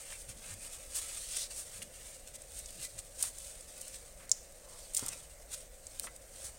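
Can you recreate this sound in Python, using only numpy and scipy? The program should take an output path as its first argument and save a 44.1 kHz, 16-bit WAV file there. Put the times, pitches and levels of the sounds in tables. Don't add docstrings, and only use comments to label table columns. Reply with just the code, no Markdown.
import sys
import numpy as np
from scipy import signal
from scipy.fft import rfft, irfft
from scipy.io import wavfile

SR = 44100
rng = np.random.default_rng(int(sys.argv[2]) if len(sys.argv) > 2 else 0)


def master_out(mix):
    frames = np.transpose(np.atleast_2d(mix))
    ceiling = np.clip(frames, -1, 1)
    pcm = np.round(ceiling * 32767).astype(np.int16)
    wavfile.write(sys.argv[1], SR, pcm)


N = 290178
TIME = np.arange(N) / SR


def from_db(db):
    return 10 ** (np.asarray(db) / 20)


def rms_one(x):
    return x / np.sqrt(np.mean(x ** 2) + 1e-20)


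def fade(t, ring_s):
    return from_db(-60 * t / ring_s)


def swell(peak_s, rise_s, fall_s):
    return np.exp(-((TIME - peak_s) / np.where(TIME < peak_s, rise_s, fall_s)) ** 2)


def drift(turns_per_s):
    return 1.52 * np.interp(TIME * turns_per_s, np.arange(8000), rng.standard_normal(8000))


def add(out, at_s, sound):
    start = int(at_s * SR)
    out[start:start + len(sound)] += sound[:len(out) - start]


def band(x, hz, octaves, order):
    edges = [hz / 2 ** (octaves / 2), min(hz * 2 ** (octaves / 2), SR / 2.2)]
    return signal.sosfilt(signal.butter(order, edges, "band", fs=SR, output="sos"), x + 1e-18)


def no_bass(x, hz):
    return signal.sosfilt(signal.butter(4, hz, "high", fs=SR, output="sos"), x + 1e-18)


def colour(x, tone):
    size = 2 ** 13
    hz, db = np.transpose(tone)
    grid_hz = np.arange(size // 2 + 1) * SR / size
    curve_db = np.interp(np.log(grid_hz + 1), np.log(hz), db)
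    cepstrum = irfft(np.log(from_db(curve_db)))
    cepstrum[1:size // 2] *= 2
    cepstrum[size // 2 + 1:] = 0
    response = irfft(np.exp(rfft(cepstrum)))
    return signal.fftconvolve(x, response)[:len(x)]


def tiny_slips(per_s, spread_db):
    sizes = from_db(spread_db * np.minimum(rng.exponential(1, N), 4))
    return sizes * rng.choice([-1, 1], N) * (rng.random(N) < per_s / SR)


def impacts(hits, octaves, crack_db, order):
    out, t = np.zeros(N), TIME[:SR // 2]
    for at_s, level_db, hz, ring_s in hits:
        decay = fade(t, ring_s)
        burst = rng.standard_normal(len(t)) * decay
        burst[0] = from_db(crack_db)
        burst = band(burst, hz, octaves, order)
        add(out, at_s, from_db(level_db) * burst * np.linalg.norm(decay) / np.linalg.norm(burst))
    return out


def ringing(notes):
    out, t = np.zeros(N), TIME[:SR // 2]
    for at_s, level_db, hz, ring_s in notes:
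        add(out, at_s, from_db(level_db) * fade(t, ring_s) * np.sin(2 * np.pi * hz * t))
    return out


# (time [s], relative hiss level [dB])
GLOVE_SLIDE = [(0.0, -54), (0.38, -60.5), (0.9, -54), (1.01, -47), (1.32, -46.5), (1.48, -74), (1.77, -50),
               (1.85, -59), (2.14, -52), (2.22, -64), (2.71, -53.5), (3.13, -60), (3.91, -53.5),
               (4.09, -60), (4.6, -62), (5.12, -53), (5.33, -60), (6.58, -62.5)]
# (peak time [s], rise [s], fall [s], relative hiss level [dB], rasp offset from that level [dB])
FINGER_SWIPES = [(0.122, 0.037, 0.021, -47.5, -9.5), (0.213, 0.035, 0.014, -50, -38),
                 (0.293, 0.007, 0.02, -49, -11), (0.492, 0.065, 0.041, -50.5, -9.5),
                 (0.645, 0.037, 0.036, -49.5, -12.5), (0.747, 0.04, 0.038, -49.5, -15.5),
                 (0.978, 0.02, 0.016, -36, -21.5), (1.371, 0.0088, 0.0047, -36.5, -27),
                 (1.405, 0.06, 0.039, -40.5, -8.5), (1.518, 0.012, 0.011, -49, -9),
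                 (1.585, 0.042, 0.042, -43, -20), (1.828, 0.0068, 0.0028, -42.5, -18),
                 (2.284, 0.017, 0.012, -53.5, -12), (2.359, .014, 0.0044, -45.5, -15.5),
                 (2.588, 0.042, 0.019, -47, -16), (2.851, 0.028, 0.012, -42, -12.5),
                 (2.992, 0.0086, 0.0099, -46, -11.5), (3.24, 0.038, 0.031, -40, -18),
                 (3.284, 0.018, 0.019, -48, -18), (3.451, 0.074, 0.053, -51.5, -17),
                 (3.823, 0.0076, 0.01, -68, -29), (3.883, 0.0056, 0.0047, -50, -27),
                 (3.961, 0.017, 0.0054, -46.5, -13), (4.814, 0.063, 0.042, -54.5, -11.5),
                 (4.992, 0.026, 0.034, -44.5, -15), (5.075, 0.03, 0.035, -54, -4),
                 (5.134, .01, 0.0053, -48.5, -7), (5.545, 0.019, 0.0061, -43.5, -12.5),
                 (5.612, 0.066, 0.01, -56, -13), (5.963, 0.054, 0.081, -57.5, -10),
                 (6.045, 0.014, 0.019, -46.5, -29), (6.414, 0.069, 0.081, -53.5, -11.5),
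                 (6.455, 0.015, 0.018, -45.5, -27)]
# (pitch [Hz], relative level [dB])
FABRIC_TONE = [(800, -26), (2500, -18.5), (5000, -11), (6500, -6), (7500, -4), (8700, 1.5), (9600, -5),
               (11000, -12), (12500, -16.5), (16000, -19.5)]
def gloves():
    hiss_power = from_db(np.interp(TIME, *np.transpose(GLOVE_SLIDE))) ** 2
    rasp_power = hiss_power * from_db(-12.5) ** 2
    for peak_s, rise_s, fall_s, hiss_db, rasp_db in FINGER_SWIPES:
        stroke = swell(peak_s, rise_s, fall_s)
        hiss_power += stroke * from_db(hiss_db) ** 2
        rasp_power += stroke * from_db(hiss_db + rasp_db) ** 2
    grip = from_db(1.1 * drift(45) + 0.9 * drift(260))
    threads = rms_one(colour(tiny_slips(per_s=15000, spread_db=2.5), FABRIC_TONE))
    hiss = from_db(1.28) * np.sqrt(hiss_power) * threads
    rasp = from_db(11.5) * np.sqrt(rasp_power) * scrape(wobble_db=1.1)
    return grip * (hiss + rasp)


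# (pitch [Hz], relative level [dB])
RASP_TONE = [(300, -39), (800, -1.5), (1150, -1.5), (1450, 0), (1650, -3), (2000, -1), (2250, -1.5),
             (2700, -1), (3300, -3.5), (4300, -3), (6000, -4), (9000, -14), (16000, -24)]
# (time [s], pitch [Hz], drop on either side of that pitch [dB per octave])
RASP_PATH = [(0.1, 2360, 6.5), (.8, 2650, 4), (1.1, 3230, 5), (1.37, 5100, 8.5), (1.44, 4900, 10.5),
             (1.55, 4000, 0.5), (1.82, 2760, 4.5), (2.6, 3600, 6.5), (2.85, 4180, 7), (3.25, 4100, 2),
             (3.9, 3750, 4.5), (4.2, 2600, 0), (4.8, 4860, 8), (5.05, 2960, 0.5), (5.55, 3930, 5),
             (6.45, 4200, 1.5)]
def scrape(wobble_db):
    times, pitches, drops = np.transpose(RASP_PATH)
    pitch_hz = np.interp(TIME, times, pitches)
    drop_db = np.interp(TIME, times, drops)
    slips = [colour(tiny_slips(per_s=6000, spread_db=4.0), RASP_TONE) for _ in range(2)]
    out, power = 0, 0
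    for k, hz in enumerate(np.geomspace(700, 8000, 22)):
        ring = band(slips[k % 2], hz, octaves=1 / 3, order=2)
        octaves_away = np.abs(np.log2(hz / pitch_hz))
        gain = from_db(-drop_db * octaves_away + wobble_db * drift(20))
        out += gain * ring
        power += gain ** 2 * np.var(ring)
    return out / np.sqrt(power)


SNAP_HITS = [(4.3157, -8.5), (4.3168, -19), (4.3190, -18.5)]
CLIP_NOTES = [(4700, -26), (5750, -4.5), (6200, -2.5), (6750, -0.5), (7250, 0.5), (8800, -7.5), (9900, -17),
              (14700, -31)]
def clip_snap():
    out, t = np.zeros(N), TIME[:SR // 10]
    decay = fade(t, ring_s=0.007)
    for at_s, level_db in SNAP_HITS:
        crack = rng.standard_normal(len(t)) * decay ** 2
        add(out, at_s, from_db(level_db - 20) * crack)
        for hz, note_db in CLIP_NOTES:
            bent_hz = hz * (1 + rng.normal(0, 0.015))
            ring = decay * np.sin(2 * np.pi * bent_hz * t)
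            add(out, at_s, from_db(level_db + note_db) * band(ring, hz, octaves=0.21, order=1))
    return no_bass(out, hz=3200)


# (pitch [Hz], relative level [dB])
SPREAD_TONE = [(2000, -27), (4000, -20), (5200, -5), (5900, -2), (7000, 1), (8200, -9), (9000, -5),
               (10000, -16), (12000, -28), (16000, -30)]
def snap_spread():
    out = np.zeros(N)
    click = colour(signal.unit_impulse(SR // 10), SPREAD_TONE)
    add(out, SNAP_HITS[0][0], from_db(6.5) * click / np.linalg.norm(click))
    return out


# (time [s], relative level [dB], ring time [s])
PLASTIC_TICKS = [(0.54, -39, 0.013), (2.2742, -44, 0.024), (2.4196, -43, 0.019), (2.52, -37, 0.0088),
                 (2.59, -32, 0.012), (2.659, -42, 0.031), (2.706, -40, 0.014), (2.99, -38, 0.019),
                 (3.2255, -22.5, 0.011), (3.2268, -20.5, 0.014), (3.2302, -24.5, 0.015),
                 (3.385, -34.5, 0.014), (3.6087, -42.5, 0.019), (3.779, -40, 0.011), (3.811, -37, 0.013),
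                 (3.815, -34, 0.014), (3.881, -38, .012), (4.2942, -39, 0.022), (4.523, -49, 0.017),
                 (4.9357, -41, .018), (4.9449, -32, 0.0081), (4.9478, -24, 0.012), (4.95, -24, 0.011),
                 (4.9597, -35, .011), (4.9676, -22.5, 0.016), (4.9726, -26, 0.021), (4.979, -26, 0.01),
                 (4.983, -33, 0.014), (4.9935, -35, 0.023), (5.036, -43, 0.02), (5.063, -27, 0.011),
                 (5.0825, -35, 0.017), (5.084, -29, 0.014), (5.0881, -33, 0.021), (5.54, -36, 0.008),
                 (5.546, -43, 0.009), (5.868, -42, 0.027), (5.997, -18, 0.0063), (6.163, -43.5, 0.017)]
# (pitch [Hz], relative level [dB])
PLASTIC_TONE = [(1000, -6), (2400, -8), (3400, -4.5), (4500, -3.5), (6500, -2), (8800, 1.5), (10000, -6),
                (11000, -16.5), (11900, -9.5), (13000, -20.5), (15000, -10.5), (16000, -13)]
def ticks():
    usual_hz, usual_ring_s, stiffening = 8360, 0.021, 0.55
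    hits = [(at_s, level_db, usual_hz * (usual_ring_s / ring_s) ** stiffening, ring_s)
            for at_s, level_db, ring_s in PLASTIC_TICKS]
    clicks = impacts(hits, octaves=0.57, crack_db=13, order=1)
    return from_db(5) * no_bass(colour(clicks, PLASTIC_TONE), hz=2570)


def sleeve_crackle():
    slips = tiny_slips(per_s=990, spread_db=6.0)
    cracks = rms_one(no_bass(colour(slips, PLASTIC_TONE), hz=2420))
    pull = np.sqrt(swell(peak_s=4.982, rise_s=0.022, fall_s=0.045))
    return from_db(-45.5) * pull * cracks


# (time [s], level [dB], middle pitch [Hz], ring time [s])
ENGINE_KNOCKS = [(.123, -45, 1910, 0.042), (1.8186, -43.5, 2970, 0.036), (1.828, -48.5, 2900, 0.03),
                 (3.2386, -38.5, 1250, 0.013), (3.9435, -42.5, 3420, 0.016), (4.1995, -59, 1610, 0.62),
                 (4.991, -50, 900, 0.073), (5.026, -54, 506, 0.15), (5.0265, -55.5, 1310, 0.18),
                 (5.075, -60, 780, 0.75), (5.997, -38, 3180, 0.0092), (6.0393, -47, 845, 0.078),
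                 (6.070, -43.5, 1580, 0.066)]
# (time [s], level [dB], pitch [Hz], ring time [s])
PIPE_NOTES = [(1.819, -44.5, 2840, 0.055), (6.070, -46, 1395, 0.06), (6.070, -48, 2006, 0.11)]
def knocks():
    return impacts(ENGINE_KNOCKS, octaves=1.34, crack_db=-13, order=2) + ringing(PIPE_NOTES)


# (pitch [Hz], relative level [dB], ring time [s])
COVER_NOTES = [(120, -4, .08), (203, -6.5, 0.034), (261, -4, 0.066), (405, -6.5, 0.045), (1020, -9, .06),
               (1400, -13, 0.096)]
def knuckle_thud(at_s, level_db):
    return ringing([(at_s, level_db + note_db, hz, ring_s) for hz, note_db, ring_s in COVER_NOTES])


# (peak time [s], length [s], level [dB], pitch [Hz])
HAND_BUMPS = [(0.312, 0.054, -55.5, 104), (0.362, 0.066, -62.5, 190), (0.515, 0.074, -54, 104),
              (0.569, 0.09, -65, 178), (1.79, 0.061, -59, 105), (1.83, 0.08, -61.5, 177),
              (2.56, 0.15, -60, 58), (2.791, 0.065, -60.5, 158), (2.965, 0.038, -56.5, 95),
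              (3.29, 0.14, -65, 81), (4.22, 0.11, -68, 160), (4.732, 0.15, -65, 980),
              (5.085, 0.1, -61, 162), (6.077, 0.096, -67.5, 210), (6.457, 0.1, -62, 60)]
def bumps():
    out, t = np.zeros(N), TIME[:SR // 2]
    middle_s = t.mean()
    for peak_s, length_s, level_db, hz in HAND_BUMPS:
        shape = np.exp(-2 * ((t - middle_s) / length_s) ** 2)
        for pitch_ratio, note_db in [(1, 0), (1.72, -9.5)]:
            bump = shape * band(rng.standard_normal(len(t)), hz * pitch_ratio, octaves=0.57, order=2)
            bump *= np.linalg.norm(shape) / np.linalg.norm(bump)
            add(out, peak_s - middle_s, from_db(level_db + note_db) * bump)
    return out


def engine_echoes(x, count, echo_db, wander_s):
    out = x.copy()
    for delay_s in rng.uniform(0.001, 0.008, count):
        moving_delay_s = delay_s + wander_s * drift(4)
        out += from_db(echo_db) * np.interp(TIME - moving_delay_s, TIME, x)
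    return out


def room(x):
    t, response = TIME[:SR], 0
    # (level [dB], ring time [s], delay [s])
    scatter, walls = (-15, 0.051, 0.002), (-21.5, 0.51, 0.004)
    for level_db, ring_s, delay_s in (scatter, walls):
        tail = rng.standard_normal(SR) * fade(t, ring_s) * (t > delay_s)
        response += from_db(level_db) * tail / np.linalg.norm(tail)
    return signal.fftconvolve(x, response)[:N]


# (pitch [Hz], relative level [dB])
WORKSHOP_TONE = [(20, 6), (55, -0.5), (90, -10), (160, -16.5), (330, -21), (440, -17), (535, -6.5),
                 (700, -15.5), (950, -27.5), (1400, -27.5), (2100, -24), (3500, -44.5), (8000, -42)]
# (pitch [Hz], relative level [dB])
HISS_TONE = [(2000, -12.5), (4000, -16), (6500, 1), (8700, -5), (10500, -12), (12500, 0), (16000, -3)]
def background():
    hum = from_db(-53.5) * rms_one(colour(rng.standard_normal(N), WORKSHOP_TONE))
    hiss = from_db(-66.5) * rms_one(colour(rng.standard_normal(N), HISS_TONE))
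    return hum + hiss


def scene():
    knocking = knocks()
    rubbing = engine_echoes(gloves() + sleeve_crackle(), count=6, echo_db=-15.5, wander_s=0.000189)
    hands = rubbing + ticks() + knocking + knuckle_thud(at_s=5.0262, level_db=-39) + bumps()
    mix = hands + clip_snap() + room(hands + snap_spread()) + background()
    return np.tile(mix, (2, 1))


def record(dry):
    lowest_hz, highest_hz = 23, 15900
    low_cut = signal.butter(2, lowest_hz, "high", fs=SR, output="sos")
    high_cut = signal.ellip(10, 0.1, 70, highest_hz, fs=SR, output="sos")
    return signal.sosfilt(high_cut, signal.sosfilt(low_cut, dry))


dry = scene()
out = record(dry)
master_out(out)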